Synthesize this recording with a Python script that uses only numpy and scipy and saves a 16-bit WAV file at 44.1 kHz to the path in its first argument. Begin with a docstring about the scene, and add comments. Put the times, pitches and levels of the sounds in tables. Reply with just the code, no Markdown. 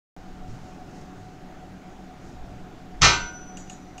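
"""A loaded steel barbell is pulled off the floor of a small home gym.
The slack snaps out in one quick cluster of knocks: plates and sleeves clang,
the unloaded floor thuds, the bar rings on. Before it the lifter shuffles into place;
after it come a few small dry clicks. A fan hums throughout; a low rumble swells now and then."""
import sys
import numpy as np
from scipy import signal
from scipy.fft import rfft, irfft
from scipy.io import wavfile
from scipy.ndimage import uniform_filter1d, minimum_filter1d

SR = 44100
rng = np.random.default_rng(int(sys.argv[2]) if len(sys.argv) > 2 else 0)


def wrap_up_sound(samples):
    """Save the sound to the file named by the first command line argument, as 16-bit audio."""
    columns = np.atleast_2d(samples).T
    # keep every value between -1 and 1, then stretch to whole-number steps
    tamed = np.clip(columns, -1, 1)
    steps = np.round(tamed * 32767).astype(np.int16)
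    wavfile.write(sys.argv[1], SR, steps)


N = 176400
T = np.arange(N) / SR

# fan air noise: freq_hz, density_db
AIR_SPECTRUM = [(20, 4.5), (45, -10.5), (62, -20), (80, -14.5), (120, -7), (200, -6.5), (300, -3),
                (400, -8.5), (510, -16), (580, -12), (770, -9), (1000, -19.5), (1400, -17), (1700, -21.5),
                (3200, -28.5), (4800, -32), (6900, -33.5), (8200, -42), (9500, -46.5), (15500, -48.5)]
# fan hum lines: pitch_hz, level_db, waver_ratio
HUM_LINES = [(58, -55, 0.48), (99.6, -60.5, .8), (145.7, -57, 0.51), (184, -50.5, 0.58), (276, -58.5, 0.89),
             (737, -53.5, 0.88)]
# swells of low hum and rumble: centre_s, length_s, level_db
RUMBLE_EVENTS = [(0.253, 0.41, -43), (0.493, .14, -40.5), (2.432, 0.33, -40.5), (2.98, 0.15, -36.5),
                 (3.23, 0.12, -38)]
# low hum and rumble: freq_hz, density_db
RUMBLE_SPECTRUM = [(10, 6), (25, 5), (40, -2), (60, -0.5), (90, -37), (300, -77.5)]
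# feet and clothes: centre_s, length_s, thump_hz, thump_db, swish_db
SHUFFLE_EVENTS = [(0.53, 0.18, 112, -40.5, -63), (0.703, 0.21, 140, -50.5, -65),
                  (.98, 0.2, 158, -42.5, -61.5), (1.22, 0.16, 105, -47.5, -68),
                  (2.282, 0.16, 115, -46, -63), (2.523, 0.17, 120, -43.5, -70)]
# foot thump: pitch_ratio, density_db
THUMP_SPECTRUM = [(.5, -13), (.75, -10), (1, 2.5), (1.3, -4), (2.2, -16.5), (4, -24), (10, -42), (35, -68)]
# cloth swish: freq_hz, density_db
SWISH_SPECTRUM = [(1000, -20), (3500, -9), (4800, -2), (6600, 0), (7800, -7), (9500, -17), (15000, -32)]
# plate and sleeve knocks: start_s, gain_db, darkening_db_per_octave, sharpness_db
KNOCK_EVENTS = [(3.0136, -10, 4.5, -8), (3.0176, 3, -4, -7), (3.0276, 2.5, 0.5, -4), (3.0342, -0.5, 1, -1),
                (3.038, 3.5, 3, 6), (3.044, 3, -1, 6), (3.048, 0.5, -1.5, 5), (3.056, 1.5, 3, -2),
                (3.074, -6.5, 10.5, 3), (3.092, -7, -1, 4)]
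# crash of countless small modes: freq_hz, density_db
CRASH_SPECTRUM = [(40, -20), (200, -4), (360, -9.5), (480, -6), (620, -8.5), (850, 1), (1020, -4),
                  (1300, 2.5), (1650, -3), (2400, 0.5), (3700, -2), (4300, -2), (5200, 0), (6250, -4),
                  (7200, -10.5), (8000, -20), (9200, -32.5), (12000, -49), (15500, -54)]
# iron plates: pitch_hz, gain_db, t60_s
PLATE_MODES = [(795, -5, .3), (1176, 1, .28), (1285, 1, .32), (1349, -1, .26), (1800, -1, .28),
               (1979, -1, .32), (2157, -3, .42), (2431, -1, .32), (2661, -3, .28), (2733, -3, .38),
               (3352, -3, .27), (3931, -3, .31), (6077, 2, .24), (6135, 1, .24)]
# steel bar, close pairs beat: pitch_hz, gain_db, t60_s
BAR_MODES = [(952, -3, .52), (1446, -5, .92), (1540.5, 1, .55), (2957, -9, .33), (3402, -24, .8),
             (4746, -10, .22), (5958, -12, 1.6), (5966.3, -12, .75), (5973, -21, 1.7), (6261, -9, .3),
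             (7380, -8, .22), (9862, -46, 1.2)]
# sleeves and collars: pitch_hz, gain_db, t60_s
SLEEVE_MODES = [(470, -5, .28), (850, 0, .3), (1121, -1, .26), (2254, -2, .3), (2383, -1, .25),
                (2892, -1, .27), (3194, -1, .3), (3668, 1, .28), (4960, -3, .22), (5439, 0, .28),
                (5816, -1, .22), (6654, -6, .28), (8250, -17, .2)]
# room reverberation: freq_hz, t60_s
ROOM_DECAY = [(100, .42), (500, 0.42), (1500, 0.38), (3000, 0.39), (6000, 0.31), (9000, 0.31),
              (15000, 0.17)]
# floor under the load: pitch_hz, gain_db, t60_s
FLOOR_MODES = [(27.1, -16, 1), (59.5, -0.5, .42), (113.2, -4.5, 0.46), (153.1, -1, 0.28)]
# dry clicks: start_s, gain_db
CLICK_EVENTS = [(3.571, -1), (3.6726, -16), (3.6972, 0), (3.9802, -2)]
# click ring: pitch_hz, gain_db, t60_s
CLICK_RING_MODES = [(2490, -7, .02), (2820, 0, 0.018), (6390, -24, 0.079), (6660, -4, 0.022),
                    (7000, -20, 0.022)]
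# click snap: freq_hz, density_db
SNAP_SPECTRUM = [(1500, -6), (2800, -11), (3400, -7.5), (5500, -7), (6800, 5), (7400, -2), (8200, -9),
                 (9000, -22), (11000, -23), (15000, -36)]
# nearest walls: delay_s, gain_db
WALL_ECHOES = [(.0105, -11), (.034, -12)]


def amp(db):
    return 10 ** (np.asarray(db) / 20)


def unit_rms(x):
    return x / np.sqrt(np.mean(x ** 2) + 1e-20)


def lookup(table, hz):
    """Interpolates on a log-frequency axis."""
    freq_hz, value = np.transpose(table)
    return np.interp(np.log(hz + 1), np.log(freq_hz + 1), value)


def decay(t, t60_s):
    """Falls 60 dB in t60_s; zero before t = 0."""
    return (t >= 0) * np.exp(-np.log(1000) * np.maximum(t, 0) / t60_s)


def swell(centre_s, length_s):
    """Gaussian rise and fall."""
    return np.exp(-(2 * (T - centre_s) / length_s) ** 2)


def colour(x, spectrum, dark_db_per_octave=0):
    """Minimum-phase filter of unit power, tilted above 1 kHz."""
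    hz = abs(np.fft.fftfreq(4096, 1 / SR))
    tilt_db = dark_db_per_octave * np.log2(np.maximum(hz, 1000) / 3000)
    gain = unit_rms(amp(lookup(spectrum, hz) - tilt_db))
    log_response = np.conj(signal.hilbert(np.log(gain + 1e-6)))
    taps = np.fft.ifft(np.exp(log_response)).real
    return signal.oaconvolve(x, taps[:len(taps) // 2])[:len(x)]


def noise(spectrum):
    """Steady shaped noise, rms 1."""
    gain = amp(lookup(spectrum, np.fft.rfftfreq(N, 1 / SR)))
    return unit_rms(irfft(rfft(rng.standard_normal(N)) * gain, N))


def drift(cutoff_hz):
    """Slow random motion, rms 1."""
    hz = np.fft.rfftfreq(2048, 4 / 2048)
    slow = irfft(rfft(rng.standard_normal(2048)) / (1 + (hz / cutoff_hz) ** 4))
    return np.interp(T, np.linspace(0, T[-1], len(slow)), unit_rms(slow))


def fan(air_db=-44.5, flicker_db=1.16, waver_hz=11.7):
    """A faintly flickering rush of air plus wavering hum lines."""
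    bands = signal.stft(noise(AIR_SPECTRUM), nperseg=1024)[2]
    patches = uniform_filter1d(rng.standard_normal(bands.shape), size=10, axis=0)
    patches = unit_rms(uniform_filter1d(patches, size=8, axis=1))
    air = signal.istft(bands * amp(flicker_db * patches), nperseg=1024)[1][:N]
    out = amp(air_db) * unit_rms(air)
    for pitch_hz, level_db, waver_ratio in HUM_LINES:
        waver = 1 + waver_ratio * (drift(waver_hz) + 1j * drift(waver_hz))
        out += amp(level_db) * unit_rms((waver * np.exp(2j * np.pi * pitch_hz * T)).real)
    return out


def rumble():
    """Low hum and rumble swelling now and then."""
    level = sum(amp(db) * swell(centre_s, length_s) for centre_s, length_s, db in RUMBLE_EVENTS)
    return level * noise(RUMBLE_SPECTRUM)


def lifter():
    """Feet thump softly, cloth swishes."""
    thumps, swish_level = np.zeros(N), np.zeros(N)
    for centre_s, length_s, thump_hz, thump_db, swish_db in SHUFFLE_EVENTS:
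        envelope = swell(centre_s, length_s)
        spectrum = [(thump_hz * ratio, db) for ratio, db in THUMP_SPECTRUM]
        thumps += amp(thump_db) * envelope * noise(spectrum)
        swish_level += amp(swish_db) * envelope
    return thumps + swish_level * noise(SWISH_SPECTRUM) * amp(1.5 * drift(cutoff_hz=30))


def ring(modes, power, wander_hz):
    """Modes store the power fed in and decay; loose contact makes their pitch wander."""
    out = np.zeros(N)
    struck = np.cumsum(power) > .001
    for pitch_hz, gain_db, t60_s in modes:
        retention = np.exp(-2 * np.log(1000) / (t60_s * SR))
        energy = signal.lfilter([1], [1, -retention], power)
        cycles = np.cumsum(struck * (pitch_hz + wander_hz * drift(cutoff_hz=45))) / SR
        out += amp(gain_db) * np.sqrt(2 * energy) * np.sin(2 * np.pi * cycles)
    return out


def barbell(rise_s=.00067, contact_s=.0012, crash_t60_s=.12, bar_build_s=.03):
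    """Each knock is a hard contact and a short crash, and feeds plate, bar and sleeve modes."""
    crash, power = np.zeros(N), np.zeros(N)
    for start_s, gain_db, dark_db_per_octave, sharpness_db in KNOCK_EVENTS:
        t = T - start_s
        contact = (t >= 0) * np.exp(-np.maximum(t, 0) / contact_s)
        envelope = np.clip(t / rise_s, 0, 1) * (decay(t, crash_t60_s) + amp(sharpness_db) * contact)
        burst = rng.standard_normal(N) * envelope / np.linalg.norm(envelope)
        crash += amp(gain_db) * colour(burst, CRASH_SPECTRUM, dark_db_per_octave)
        power += amp(gain_db) ** 2 * contact / contact.sum()
    power /= power.sum()
    pole = np.exp(-1 / (bar_build_s * SR))
    bar_power = signal.lfilter([1 - pole], [1, -pole], power)  # the long bar rings up slowly
    plates = amp(-23) * ring(PLATE_MODES, power, wander_hz=10.3)
    bar = amp(-25.5) * ring(BAR_MODES, bar_power, wander_hz=.89)
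    sleeves = amp(-31.5) * ring(SLEEVE_MODES, power, wander_hz=10.3)
    return amp(6.5) * (crash + amp(-1) * room(crash)) + plates + bar + sleeves


def room(x, gap_s=.0035):
    """Dense reflections, each band decaying at its own rate."""
    taps = rng.standard_normal(SR) * (rng.random(SR) < .15) * (T[:SR] > gap_s)
    hz, t, bands = signal.stft(taps, SR, nperseg=256)
    t60_s = lookup(ROOM_DECAY, hz)[:, None]
    tail = signal.istft(bands * decay(t, t60_s), SR, nperseg=256)[1]
    return signal.fftconvolve(x, tail / np.linalg.norm(tail))[:N]


def floor_thud(start_s=3.016, rise_s=.019):
    """The floor springs back as the load leaves it."""
    push = swell(start_s + rise_s / 2, rise_s)
    return amp(-21) * ring(FLOOR_MODES, push / push.sum(), wander_hz=4)


def clicks(snap_t60_s=.027, ring_rise_s=.0031):
    """Each click is a very short ring and a bright snap that the room reflects."""
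    snaps, rings = np.zeros(N), np.zeros(N)
    for start_s, gain_db in CLICK_EVENTS:
        t = T - start_s
        envelope = decay(t, snap_t60_s)
        snaps += amp(gain_db) * rng.standard_normal(N) * envelope / np.linalg.norm(envelope)
        for pitch_hz, mode_db, t60_s in CLICK_RING_MODES:
            level = np.clip(t / ring_rise_s, 0, 1) * decay(np.maximum(t - ring_rise_s, 0), t60_s)
            rings += amp(gain_db + mode_db) * level * np.sin(2 * np.pi * (pitch_hz * t + rng.random()))
    snaps = amp(-19) * colour(snaps, SNAP_SPECTRUM)
    echoes = sum(amp(db) * np.roll(snaps, round(delay_s * SR)) for delay_s, db in WALL_ECHOES)
    return amp(-37.5) * rings + snaps + echoes + amp(.5) * room(snaps)


def scene():
    """Mono mix, heard from behind the lifter."""
    return (fan() + lifter() + rumble() + barbell() + floor_thud() + clicks())[None]


def record(dry):
    """Brief opening silence, peak limiter, low-pass."""
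    start_s, ceiling, limiter_s, cutoff_hz = .165, .95, .003, 15680
    gated = dry * (T >= start_s)
    width = int(limiter_s * SR)
    gain = ceiling / np.maximum(abs(gated), ceiling)
    gain = uniform_filter1d(minimum_filter1d(gain, width), width)
    lowpass = signal.firwin(511, cutoff_hz, window=("kaiser", 9), fs=SR)
    return signal.oaconvolve(gated * gain, lowpass[None], "same")


dry = scene()
out = record(dry)
wrap_up_sound(out)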